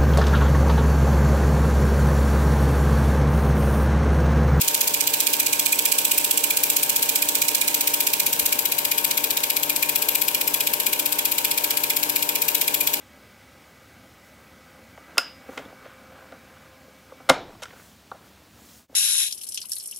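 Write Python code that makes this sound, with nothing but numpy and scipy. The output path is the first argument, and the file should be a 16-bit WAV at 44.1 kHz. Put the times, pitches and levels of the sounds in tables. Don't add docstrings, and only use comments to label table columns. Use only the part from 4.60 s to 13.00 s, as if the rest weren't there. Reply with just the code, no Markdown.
import sys
import numpy as np
from scipy import signal
from scipy.fft import rfft, irfft
from scipy.io import wavfile
from scipy.ndimage import uniform_filter1d

SR = 44100
rng = np.random.default_rng(int(sys.argv[2]) if len(sys.argv) > 2 else 0)


def ratio_of_db(decibels):
    return 10 ** (np.asarray(decibels, float) / 20)


def pcm_store(signal):
    levels = np.round(np.clip(np.atleast_2d(signal), -1, 1) * 32767)
    wavfile.write(sys.argv[1], SR, levels.astype(np.int16).T)


N = 370440

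# t/s, level/dB
SHADOW = [
    (0, 1),
    (1.9, 1),
    (3.4, -1),
    (3.9, -5),
    (4.3, -13),
    (8.4, -13),
]
# t/s, f/Hz
WHINE = [(0, 928.73), (.5, 923.78), (1, 931.59), (1.6, 932.58), (2.2, 927.89), (2.9, 928.77), (3.6, 931.34),
         (4.4, 930.31), (5.1, 929.95), (5.8, 934.58), (6.5, 936.07), (7.2, 933.85), (7.8, 936.23),
         (8.4, 936.59)]
RIGHT_LAG_MS = 0.33


def in_time(rows):
    return np.interp(np.arange(N) / SR, *np.transpose(rows))


def table_at(rows, hz):
    at, *columns = np.transpose(rows)
    return np.array([np.interp(np.log(hz + 1), np.log(at), column) for column in columns])


def drift(rate, count):
    r = np.exp(-80 * np.pi * rate / SR)
    noise = rng.standard_normal((count, N // 40 + 2002))
    slow = signal.lfilter([1], [1, -2 * r, r * r], noise)[:, 2000:]
    return np.array([np.interp(np.arange(N) / 40, np.arange(len(s)), s / s.std()) for s in slow])


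def coloured(x, db):
    return irfft(rfft(x) * ratio_of_db(db), N)


def treble(x):
    return x - signal.lfilter(*signal.butter(2, 5500, fs=SR), x)


def partly_shared(pair, alike):
    alike = np.clip(alike, 0, 1)
    return np.array([pair[0], np.sqrt(alike) * pair[0] + np.sqrt(1 - alike) * pair[1]])


def arrives_late(x):
    return np.roll(x, round(RIGHT_LAG_MS * SR / 1000))


def room_tail(source):
    t60_s = 0.22
    t = np.arange(int(0.4 * SR)) / SR
    tail = rng.standard_normal((2, len(t))) * ratio_of_db(-60 * t / t60_s)
    tail = tail / np.linalg.norm(tail, axis=1, keepdims=True)
    return signal.fftconvolve(source, tail, axes=1)[:, :N]


def fan(hz):
    # f/Hz, level/dB per Hz, left minus right/dB, coherence/0-1
    casing = [(29.8, -99, -2, 0.5), (57.7, -82.5, 0, 0.4), (109.83, -80, 2, 0.95), (173, -77.5, -1, 0.93),
              (267, -69.5, 2, 1), (342, -71.5, 3, 0.95), (462, -65, -3, 1), (546, -70.5, 3.5, 0.46),
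              (756, -71.5, 3, 0.83), (864, -70, -12, 0), (1097, -67.5, 5, 0), (1218, -77.5, -6, 0.75),
              (1576, -69, -0.5, 0.74), (1760, -68.5, -1.5, 1), (2560, -80, 15, 0.9)]
    db, tilt_db, alike = table_at(casing, hz)
    alike = np.clip(alike, 0, 1)
    shared, *own = rfft(rng.standard_normal((3, N)))
    late = np.exp(-2j * np.pi * hz * RIGHT_LAG_MS / 1000)
    both = np.sqrt(alike) * shared * [np.ones_like(late), late]
    both = both + np.sqrt(1 - alike) * np.array(own)
    steep_db = -30 * np.log2(np.maximum(hz / casing[-1][0], 1))
    gain = ratio_of_db(db + steep_db + tilt_db * [[0.5], [-0.5]])
    return irfft(both * gain, N) * np.sqrt(SR / 2)


def motor():
    # share of whine pitch, left level/dB, right level/dB, left lead/rad, wobble/dB
    tones = [(0.1582, -55.5, -59, -0.17, 1.5), (.3168, -46.5, -48, 0.22, 2), (0.3973, -55, -55, -0.4, -1),
             (.495, -51.5, -53.5, -0.5, 3), (0.4784, -61, -63, 0, 6), (0.5529, -55.5, -54.5, -1.1, -0.5),
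             (0.6341, -45, -44.5, 0.9, 0), (.8725, -40.5, -44.5, -2.5, 0.2), (.922, -56.5, -60, 2.5, 13),
             (1, -39.5, -44, 1.2, 0.5), (.258, -59, -61, -1, 1), (.761, -56.5, -59.5, 1, 1.5),
             (1.399, -58.5, -64, 1.5, 5), (1.614, -59, -61, 0, 3), (1.7427, -55, -55, -0.5, 3)]
    turn = 2 * np.pi * np.cumsum(in_time(WHINE)) / SR
    wobble, out = drift(rate=3.5, count=len(tones)), 0
    for (share, l_db, r_db, lead, wobble_db), w in zip(tones, wobble):
        height = np.sqrt(2) * ratio_of_db(np.clip(wobble_db, 0, 3) * w + [[l_db], [r_db]])
        out = out + height * np.sin(share * turn - [[0], [lead]])
    return out


def whirr(hz):
    # f/Hz, left level/dB per Hz, right level/dB per Hz
    gear_colour = [(1300, -70, -66), (2030, -78, -69), (2460, -77, -62), (2920, -71.5, -65.5),
                   (4500, -74.5, -69), (5600, -71.5, -69.5), (7100, -70.5, -70.5), (8200, -68.5, -64.5),
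                   (8800, -74, -72), (10400, -68.5, -75), (12300, -69, -74), (13300, -69, -68),
                   (14300, -73, -97), (15600, -66, -66)]
    grains = rng.standard_normal((2, N)) * ratio_of_db(drift(rate=76, count=2))
    grains = partly_shared(grains, 0.037)
    ports = [grains[0], arrives_late(grains[1])]
    noise = coloured(ports, table_at(gear_colour, hz) - 1.5) * np.sqrt(SR / 2)
    noise = signal.sosfilt(signal.butter(4, 1900, "high", fs=SR, output="sos"), noise)
    shade_db, bright = in_time(SHADOW), treble(noise[1])
    middle = ratio_of_db(0.18 * shade_db) * (noise[1] - bright)
    return np.array([noise[0], middle + ratio_of_db(shade_db) * bright])


def bump():
    # t/s, level/dB, f/Hz, rise/s
    thuds = [
        (3.82, -46, 75, 0.0092),
    ]
    out = 0
    for s, db, hz, rise_s in thuds:
        t = np.maximum(np.arange(N) / SR - s, 0)
        out = out + ratio_of_db(db) * np.sin(2 * np.pi * hz * t) * t / rise_s * np.exp(1 - t / rise_s)
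    return out


def slams():
    first_slam_s, count, whine_cycles_per_frame = 0.0141, 129, 60.57
    left_db, right_db, scatter_db = -12, -12.5, 1.14
    frames = np.cumsum(in_time(WHINE)) / SR / whine_cycles_per_frame
    first = frames[int(first_slam_s * SR)]
    s = np.interp(first + np.arange(count), frames, np.arange(N) / SR)
    chance = scatter_db * rng.standard_normal((len(s), 2))
    return s, left_db + chance[:, 0], right_db + chance[:, 1]


def knocks(at, db, frames_per_turn, fresh):
    fade = ratio_of_db(-60 * np.arange(160) / SR / 0.0038)
    first, second = rng.standard_normal((2, at.shape[1], 160))
    angle = (2 * np.pi * np.arange(len(at)) / frames_per_turn)[:, None, None]
    shape = np.cos(angle) * first + np.sin(angle) * second
    shape = shape + fresh * rng.standard_normal((*at.shape, 160))
    shape[..., 0] = 1.44
    pulses = ratio_of_db(db)[..., None] * shape * fade / np.linalg.norm(fade)
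    out = np.zeros(N + 160)
    np.add.at(out, at[..., None] + np.arange(160), pulses)
    return out[:N]


def ring(force, hz, t60):
    r, w = ratio_of_db(-60 / (t60 * SR)), 2 * np.pi * hz / SR
    return signal.lfilter([0, np.sin(w)], [1, -2 * r * np.cos(w), r * r], force + 1e-18)


def claw(hz):
    # t after the slam/ms, level/dB, timing scatter/ms
    contacts = [(-3, -11, .3), (0.4, -1, .15), (0.96, -3, .2), (2.2, -2.5, .2), (2.5, -11.5, .25),
                (4, -5, .3), (5, -10.5, .4), (7, -2, 0.58), (7.5, -11, .6), (10, -14, 0.88), (34, -17, .6),
                (34, -26, 0.98)]
    # t after the slam/ms, level/dB
    sliding = [
        (-12, -40),
        (-0.5, -29),
        (2.5, -7.5),
        (4.5, -8.5),
        (12.5, -29),
        (16, -30),
        (31.5, -27),
        (45, -36.5),
        (62, -30.5),
    ]
    # f/Hz, left level/dB per Hz, right level/dB per Hz
    claw_colour = [(1320, -44, -46.5), (2066, -64.5, -68), (2417, -47, -50.5), (2960, -57, -47.5),
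                   (4500, -56, -47.5), (4520, -52.5, -50.5), (5920, -59, -50.5), (7250, -51, -45.5),
                   (7890, -50, -44), (8330, -54.5, -47.5), (11330, -47.5, -49), (12540, -42.5, -55),
                   (12900, -40.5, -52), (14600, -47, -44), (15600, -56, -51.5)]
    # f/Hz, left level/dB, right level/dB, t60/s
    plates = [(2307, -27, -23, 0.012), (2436, -42, -8, 0.019), (2963, -32, -19.5, 0.03),
              (3400, -24, -20.5, 0.037), (3844, -29, -39, 0.071), (8400, -39, -15, 0.016),
              (9730, -20, -18.5, 0.0085), (11900, -22, -15, .012), (13950, -31, -13, .008)]
    s, left_db, right_db = slams()

    ms, db, scatter = np.transpose(contacts)
    chance = rng.standard_normal((len(s), 2, len(ms)))
    contact_s = s[:, None] + (ms + scatter * chance[:, 0]) / 1000
    at = np.clip(contact_s * SR, 0, N - 1).astype(int)
    hit_db = db + 1.67 * chance[:, 1]
    hits = np.array([knocks(at, hit_db, frames_per_turn=67.5, fresh=0.5) for port in "LR"])

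    t = np.arange(N) / SR
    frame = np.clip(np.searchsorted(s - 0.008, t) - 1, 0, len(s) - 1)
    grit = rng.standard_normal((2, N)) * ratio_of_db(3.13 * np.minimum(rng.exponential(1, N), 5))
    slide = grit * ratio_of_db(np.interp((t - s[frame]) * 1000, *np.transpose(sliding)) - 17.5)

    force = partly_shared(hits + slide, 0.048) * ratio_of_db(np.array([left_db, right_db])[:, frame])
    body = coloured(force, table_at(claw_colour, hz) + 72)
    struck = ratio_of_db(3.5 * rng.standard_normal((len(s), len(plates))))
    for (mode_hz, l_db, r_db, t60), strength in zip(plates, struck.T):
        body = body + ring(force * strength[frame], mode_hz, t60) * ratio_of_db([[l_db + 1.5], [r_db + 0.1]])
    body = signal.sosfilt(signal.butter(6, 1950, "high", fs=SR, output="sos"), body)
    right = body[1] + (ratio_of_db(0.61 * in_time(SHADOW) + 0.5) - 1) * treble(body[1])
    return np.array([body[0], arrives_late(right)])


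def scene():
    hz = np.fft.rfftfreq(N, 1 / SR)
    clatter = claw(hz)
    left, right = clatter + ratio_of_db(-13.5) * room_tail(clatter) + whirr(hz)
    left = left + (ratio_of_db(-0.03 * in_time(SHADOW)) - 1) * treble(left)
    return np.array([left, right]) + fan(hz) + motor() + bump()


def roll_off(x):
    return signal.sosfilt(signal.butter(12, 16960, fs=SR, output="sos"), x)


def record(dry):
    level_db = 10 * np.log10(uniform_filter1d(np.sum(dry ** 2, axis=0), size=66) + 1e-12)
    fall_db = 1200 * np.arange(N) / SR
    held_db = np.maximum.accumulate(level_db + fall_db) - fall_db
    duck_db = uniform_filter1d(-0.45 * np.maximum(held_db + 16.5, 0), size=44)
    top_cut = signal.cheby2(28, 45, 15920, fs=SR, output="sos")
    x = signal.sosfilt(top_cut, dry * ratio_of_db(duck_db))
    housing_hz, width_hz, depth = 1940, 84, 0.75
    x = x - depth * signal.lfilter(*signal.iirpeak(housing_hz, housing_hz / width_hz, fs=SR), x)
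    return roll_off(np.clip(x, -1, 1))


dry = scene()
out = record(dry)
pcm_store(out)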